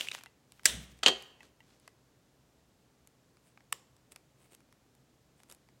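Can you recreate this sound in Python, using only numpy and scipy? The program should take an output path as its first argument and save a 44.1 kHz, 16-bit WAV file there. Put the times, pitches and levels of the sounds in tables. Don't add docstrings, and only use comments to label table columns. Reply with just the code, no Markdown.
import sys
import numpy as np
from scipy import signal
from scipy.fft import rfft, irfft, next_fast_len
from scipy.io import wavfile

SR = 44100
rng = np.random.default_rng(int(sys.argv[2]) if len(sys.argv) > 2 else 0)


def to_wav(sig):
    pcm = np.clip(np.atleast_2d(sig), -1, 1) * 32767
    pcm = np.round(pcm).astype(np.int16)
    wavfile.write(sys.argv[1], SR, pcm.T)


N = 255780
TIME_S = np.arange(N) / SR

# freq_hz, density_db
AIR_COLOUR = [(42, -12), (60, -7.5), (95, -11.5), (130, -7), (200, -8), (250, -6.5), (350, -10.5),
              (480, -11.5), (620, -14), (950, -19), (2500, -25), (7500, -27.5), (8600, -31), (16000, -36.5)]
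AIR_DB = -69
# freq_hz, width_hz, level_db
DRONES = [(66.5, 8, -82), (129.4, 17, -74)]
# freq_hz, t60_s
ROOM_T60 = [(150, 0.63), (1000, 0.75), (3500, 0.5), (8000, 0.49), (15000, 0.33)]
ROOM_MODE_HZ = 62

# freq_hz, gain_db
PEEL_COLOUR = [(100, -18.5), (500, -10.5), (1400, -13.5), (2200, -6.5), (3000, -1.5), (4200, -8),
               (6400, -10.5), (10000, -16.5), (16000, -24.5)]
# start_s, level_db, attack_s, fade_s
PULLS = [(-.005, -40.5, .005, 0.053), (.122, -47.5, .02, 0.033)]
# start_s, level_db, ring_hz, film_hiss_db (re ring)
SLIPS = [(.0088, -31, 3127, -13.5), (.0104, -32, 3052, -9), (.072, -42, 2502, -8),
         (.0859, -31, 2756, -11.5), (.1149, -37, 3888, -6), (.118, -39.5, 2448, -4), (.149, -42, 2100, 4),
         (.188, -52, 2700, 0)]
# freq_hz, gain_db
SLIP_FILM_COLOUR = [(400, -5.5), (1000, 1.5), (5000, -2.5), (8000, -2.0), (11000, -12.5), (14000, -30)]

# start_s, level_db, brightness_db_per_band
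TICKS = [(0.181, -60, -8.5), (.21, -61, -6), (.236, -52.5, 1), (0.26, -56, -5.5), (0.521, -59, 3),
         (.595, -63.5, -9), (.634, -61, 0.5), (0.99, -64.5, -0.5), (1.224, -54.5, 1.5), (1.431, -62, -3),
         (1.799, -73, 8), (1.8774, -53, -2.5), (3.0736, -63.5, 6), (3.37, -68.5, -4), (3.575, -66.5, -12),
         (3.606, -71.5, -10.5), (3.966, -70, 2.5), (4.1205, -58, 6), (4.1608, -52, -0.5), (4.549, -63, 7.5),
         (4.605, -69.5, -2.5), (4.726, -65.5, -2), (4.951, -74.5, 6.5), (5.402, -67.5, -4.5),
         (5.434, -62, 1), (5.4994, -58, 3), (5.513, -56.5, 2.5), (5.5238, -57, 5), (5.548, -67.5, 7.5),
         (5.688, -69, -5)]
# from_hz, to_hz
TICK_BANDS_HZ = [(650, 2400), (2000, 5600), (6800, 12000)]
# low_db, mid_db, high_db
TICK_BAND_DB = (0.5, 0.5, -0.5)
TICK_FADES_S = (.0022, .0014, .001)

# start_s, level_db
TAPS = [(0.2655, -53.5), (1.406, -50), (1.605, -55)]
# freq_hz, level_db, t60_s
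TAP_MODES = [(892, -3.5, .025), (1900, -0.5, 0.04), (2150, -7.5, .03), (2700, -2, .035),
             (3159, -6.5, 0.018)]

# centre_s, length_s, level_db
RUSTLES = [(.57, .14, -72), (.652, .016, -52.5), (.83, .05, -60.5), (.915, 0.033, -65), (.975, .04, -70),
           (1.22, .16, -68.5)]
# freq_hz, gain_db
STRIP_COLOUR = [(400, -8.5), (1500, -3.5), (3500, 1), (6000, -2.5), (9000, -4.5), (11000, -11), (13500, -5),
                (16000, -8.5)]
# centre_s, length_s, level_db
BRUSHES = [(1.445, 0.08, -65), (1.71, 0.16, -68.5), (1.855, 0.073, -70.5)]
# freq_hz, gain_db
SLEEVE_COLOUR = [(100, -11.5), (230, 0.5), (500, -3.5), (1500, -11), (4000, -10), (8000, -16),
                 (16000, -32.5)]
# centre_s, length_s, level_db
RUBS = [(3.474, .08, -72), (4.123, 0.017, -59), (4.435, 0.081, -68.5), (4.53, 0.041, -61),
        (5.401, 0.051, -71.5), (5.514, 0.052, -63)]
# freq_hz, gain_db
RUB_COLOUR = [(300, 10.5), (1200, -6), (3000, -5.5), (6000, -12), (8500, 2), (11500, -11.5), (13500, -28),
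              (16000, -8)]
# freq_hz, gain_db
CRINKLE_COLOUR = [(280, -1), (480, 8), (1200, 0), (3000, 3), (6000, -12), (10000, -6), (14500, -9)]
CRINKLE_DB = -4.5

# start_s, level_db, fade_s, cutter_ring_db
TEAR = [(.6553, -33.5, 0.00064, -44), (.6559, -12.5, 0.0012, -21), (0.6593, -17, .0022, -25),
        (0.6619, -28, 0.0017, -24.5)]
# freq_hz, gain_db
TEAR_COLOUR = [(150, -36), (280, -25.5), (500, -3), (750, -8.5), (1100, -10.5), (1750, 1.5), (2700, -1.5),
               (4500, -5), (6000, -3), (8500, 3), (11500, -13), (16000, -13)]
# freq_hz, gain_db
TEAR_SPREAD_COLOUR = [(200, -9), (600, -2.5), (850, -10), (1400, -6.5), (1850, 0.5), (2500, -1), (3600, 6),
                      (4500, -4.5), (5900, 0), (6900, -3), (8000, -0.5), (10000, -5), (12000, -12),
                      (16000, -14)]
# freq_hz, level_db, t60_s
CUTTER_MODES = [(5930, 1, 0.018), (6100, -3, 0.011), (7400, -0.5, 0.0073), (10185, -9, 0.0042)]

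# start_s, relative_level_db, attack_s, fade_s
RUMBLES = [(.655, -43.5, .115, .05), (.83, -61, .1, .1), (1.06, -59, .04, .055)]
# freq_hz, gain_db
RUMBLE_COLOUR = [(40, -16), (60, -6), (90, -9), (125, -0.5), (175, 1.5), (260, -8), (450, -23.5),
                 (1000, -52.5)]

# start_s, contact_strength_db
LANDING = [(1.0308, -36), (1.0332, -25.5), (1.034, -36), (1.054, -39.5), (1.0613, -16), (1.065, -26),
           (1.0736, -22.5), (1.082, -21.5), (1.086, -28.5), (1.097, -35.5)]
# freq_hz, gain_db
CRACK_COLOUR = [(170, -22), (280, -11.5), (500, -10.5), (1000, -1), (1800, -1.5), (2200, -3.5), (2800, 2.5),
                (4300, 2.5), (5200, -8.5), (7300, -5.5), (9500, -17.5), (12000, -32), (16000, -37)]
# freq_hz, level_db, t60_s
SHELL_MODES = [(1160, -17.5, 0.13), (1590, -17.5, 0.17), (1910, -10.5, 0.24), (2590, -11, .07),
               (2700, -13, 0.099), (2867, -0.5, .08), (2993, -2.5, 0.047), (3090, -3.5, .15),
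               (3180, 0, 0.31), (3010, -5, .08), (3587, -11.5, .06), (4036, -11.5, 0.0793),
               (4090, -15, 0.24), (4550, -15.5, 0.41), (4660, -12.5, .2), (5857, -14, 0.042),
               (6380, -10, 0.066), (6957, -18, 0.071)]
# freq_hz, level_db, t60_s
TABLE_MODES = [(183.6, -16, .14), (243.5, -3.5, .17), (300.44, -4.5, 0.1), (391, -4.5, 0.28),
               (458.3, 0, 0.11), (524, -2, .1), (633, -4, .13), (696, 0, 0.14), (794, -6.5, 0.085)]
CHATTER_DB = -7
SHELL_DB, SHELL_DB_PER_DB = 4.5, 1.7
THUMP_DB, THUMP_DB_PER_S = -15.5, 200

# start_s, level_db, fade_s, balloon_ring_db
SNAP = [(3.7243, -41.5, .001, -49), (3.7265, -29.5, 0.00043, -30), (3.7281, -38, 0.0014, -45)]
# freq_hz, gain_db
SNAP_COLOUR = [(150, -32.5), (400, -18), (650, -24), (1120, 2), (2000, -24.5), (3000, -13), (4300, -12),
               (6200, -12.5), (7400, -1.5), (10000, -6), (13000, -10.5), (16000, -30)]
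# freq_hz, gain_db
SNAP_SPREAD_COLOUR = [(200, 1), (450, 4.5), (700, -4), (1100, 6), (1500, -10), (1900, 1), (2400, -4),
                      (3000, 3.5), (4400, -6), (5500, 0), (6300, -9), (7200, 2), (9000, -7), (16000, -15)]
# freq_hz, level_db, t60_s
BALLOON_MODES = [(1130, -7.5, 0.015), (1790, -6, 0.013), (2180, -19.5, 0.0083), (2960, -2, 0.0092),
                 (3520, -9, 0.0097)]

TOP_HZ = 16200


def undb(db):
    return 10 ** (np.asarray(db) / 20)


def unit(x):
    return x / np.sqrt(np.mean(x ** 2))


def blow(x):
    return x / np.sqrt(np.sum(x ** 2) / (.004 * SR))


def on_log(hz, points):
    point_hz, value = np.transpose(points)
    return np.interp(np.log(hz + 1), np.log(point_hz), value)


def colour(x, points):
    size = 2 * next_fast_len(len(x))
    hz = np.arange(size // 2 + 1) * SR / size
    low_cut = np.minimum((hz + 1) / points[0][0], 1) ** 3
    gain = undb(on_log(hz, points)) * low_cut
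    cepstrum = irfft(np.log(gain))[:size // 2]
    cepstrum[1:] *= 2
    response = np.exp(rfft(cepstrum, size))
    return irfft(rfft(x, size) * response)[:len(x)]


def add(track, start_s, sound):
    start = max(int(start_s * SR), 0)
    track[start:start + len(sound)] += sound[:N - start]


def crack(fade_s, scatter, size=4096):
    t = TIME_S[:size]
    flutter = rng.standard_normal(size) * np.exp(-t / fade_s)
    return (t == 0) + scatter * flutter / np.sqrt(np.sum(flutter ** 2))


def crackle(per_s, spread_db):
    hits = rng.random(N) < per_s / SR
    return hits * rng.choice([-1, 1], N) * undb(spread_db * rng.random(N))


def ring(modes, detune, size=22050):
    t = TIME_S[:size]
    out = np.zeros(size)
    for hz, db, t60_s in modes:
        amplitude = undb(db) * rng.choice([-1, 1])
        struck_hz = hz * (1 + detune * rng.standard_normal())
        out += amplitude * np.cos(2 * np.pi * struck_hz * t) * np.exp(-np.log(1000) * t / t60_s)
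    return blow(out)


def strokes(rows):
    return sum(undb(db) * np.exp(-(2 * (TIME_S - centre_s) / length_s) ** 2)
               for centre_s, length_s, db in rows)


def surges(rows):
    gain = np.zeros(N)
    for start_s, db, attack_s, fade_s in rows:
        attack = np.clip((TIME_S - start_s) / attack_s, 0, 1)
        fade = np.exp(-np.maximum(TIME_S - start_s - attack_s, 0) / fade_s)
        gain += undb(db) * attack * fade
    return gain


def echoes(x, wet_db, delay_s=.007, early=1.6, early_fade_s=0.038, size=32768):
    t, hz = TIME_S[:size], np.arange(size // 2 + 1) * SR / size
    centres_hz = np.geomspace(125, 16000, 8)
    noise, tail = rfft(rng.standard_normal(size)), np.zeros(size)
    for centre_hz, own in zip(centres_hz, np.eye(len(centres_hz))):
        band = irfft(noise * np.interp(hz, centres_hz, own))
        tail += band * np.exp(-np.log(1000) * t / on_log(centre_hz, ROOM_T60))
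    onset = np.clip(t / delay_s - .5, 0, 1)
    tail = tail * onset * (1 + early * np.exp(-t / early_fade_s))
    return undb(wet_db) * signal.fftconvolve(x, tail / np.sqrt(np.sum(tail ** 2)))[:N]


def room(x, wet_db):
    return x + echoes(x, wet_db)


def air():
    out = undb(AIR_DB) * unit(colour(rng.standard_normal(N), AIR_COLOUR))
    for hz, width_hz, db in DRONES:
        b, a = signal.iirpeak(hz, hz / width_hz, fs=SR)
        out += undb(db) * unit(signal.lfilter(b, a, rng.standard_normal(N)))
    return out


def peeling():
    out = unit(colour(crackle(per_s=8000, spread_db=24.5), PEEL_COLOUR)) * surges(PULLS)
    for start_s, db, hz, hiss_db in SLIPS:
        modes = [(hz, -6, .005), (hz, 0, .006), (hz * 0.96, -3, .005)]
        knock = ring(modes, detune=0.0088, size=4096)
        knock = blow(knock * (1 - np.exp(-TIME_S[:len(knock)] / 0.00036)))
        film = blow(colour(crack(fade_s=0.00084, scatter=2.6), SLIP_FILM_COLOUR))
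        add(out, start_s, undb(db) * (knock + undb(hiss_db) * film))
    return out


def ticks():
    out = np.zeros(N)
    for start_s, db, bright_db in TICKS:
        for step, (band_hz, band_db, fade_s) in enumerate(zip(TICK_BANDS_HZ, TICK_BAND_DB, TICK_FADES_S)):
            sos = signal.butter(3, band_hz, "band", fs=SR, output="sos")
            gain = undb(db + band_db + bright_db * (step - 1))
            add(out, start_s, gain * blow(signal.sosfilt(sos, crack(fade_s, scatter=1.6))))
    return out


def taps():
    out = np.zeros(N)
    for start_s, db in TAPS:
        add(out, start_s, undb(db) * ring(TAP_MODES, detune=.02, size=4096))
    return out


def handling():
    strip = unit(colour(crackle(per_s=6000, spread_db=24.5), STRIP_COLOUR)) * strokes(RUSTLES)
    sleeve = unit(colour(crackle(per_s=6800, spread_db=40), SLEEVE_COLOUR)) * strokes(BRUSHES)
    pressure = strokes(RUBS)
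    rubs = unit(colour(crackle(per_s=1800, spread_db=32), RUB_COLOUR)) * pressure
    crinkles = unit(colour(crackle(per_s=450, spread_db=18), CRINKLE_COLOUR)) * pressure
    return strip + sleeve + rubs + undb(CRINKLE_DB) * crinkles


def film_snaps(rows, shape, modes, spread_shape, scatter, wet_db):
    near, spread = np.zeros(N), np.zeros(N)
    for start_s, db, fade_s, ring_db in rows:
        add(near, start_s, undb(db) * blow(colour(crack(fade_s, scatter), shape)))
        add(near, start_s, undb(ring_db) * ring(modes, detune=0.024, size=4096))
    start_s, db, fade_s, _ = max(rows, key=lambda row: row[1])
    add(spread, start_s, undb(db) * blow(colour(crack(fade_s, scatter=0), spread_shape)))
    return near + echoes(spread, wet_db)


def tearing():
    return film_snaps(TEAR, TEAR_COLOUR, CUTTER_MODES, TEAR_SPREAD_COLOUR, scatter=2.3, wet_db=-10.5)


def low_rumbles():
    rumble = unit(colour(rng.standard_normal(N), RUMBLE_COLOUR))
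    boom = np.sqrt(2) * np.sin(2 * np.pi * (ROOM_MODE_HZ * TIME_S + rng.random()))
    return (undb(-4.5) * rumble + undb(-3.5) * boom) * surges(RUMBLES)


def landing():
    out = np.zeros(N)
    first_s, hardest_db = LANDING[0][0], max(db for _, db in LANDING)
    for start_s, crack_db in LANDING:
        shell_db = hardest_db + SHELL_DB + SHELL_DB_PER_DB * (crack_db - hardest_db)
        table_db = crack_db + THUMP_DB + THUMP_DB_PER_S * (start_s - first_s)
        contact = blow(colour(crack(fade_s=0.006, scatter=3.7), CRACK_COLOUR))
        chatter = blow(colour(crack(fade_s=0.008745, scatter=23), CRACK_COLOUR))
        shell = ring(SHELL_MODES, detune=0.00045)
        damping = 0.15 + np.exp(-TIME_S[:len(shell)] / .003)
        add(out, start_s, undb(crack_db) * contact)
        add(out, start_s, undb(crack_db + CHATTER_DB) * chatter)
        add(out, start_s, undb(shell_db) * blow(shell * damping))
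        add(out, start_s, undb(table_db) * ring(TABLE_MODES, detune=.03))
    return out


def snapping():
    return film_snaps(SNAP, SNAP_COLOUR, BALLOON_MODES, SNAP_SPREAD_COLOUR, scatter=0.97, wet_db=-17.5)


def scene():
    tape = room(peeling(), wet_db=-19.0) + tearing() + snapping()
    hands = room(ticks() + taps() + handling(), wet_db=-20) + low_rumbles()
    dispenser = room(landing(), wet_db=-15.5)
    return (air() + tape + hands + dispenser)[None]


def record(dry):
    rounded = np.tanh(.8 * dry) / .8
    low_pass = signal.ellip(10, .2, 80, TOP_HZ, fs=SR, output="sos")
    return signal.sosfilt(low_pass, rounded)


dry = scene()
out = record(dry)
to_wav(out)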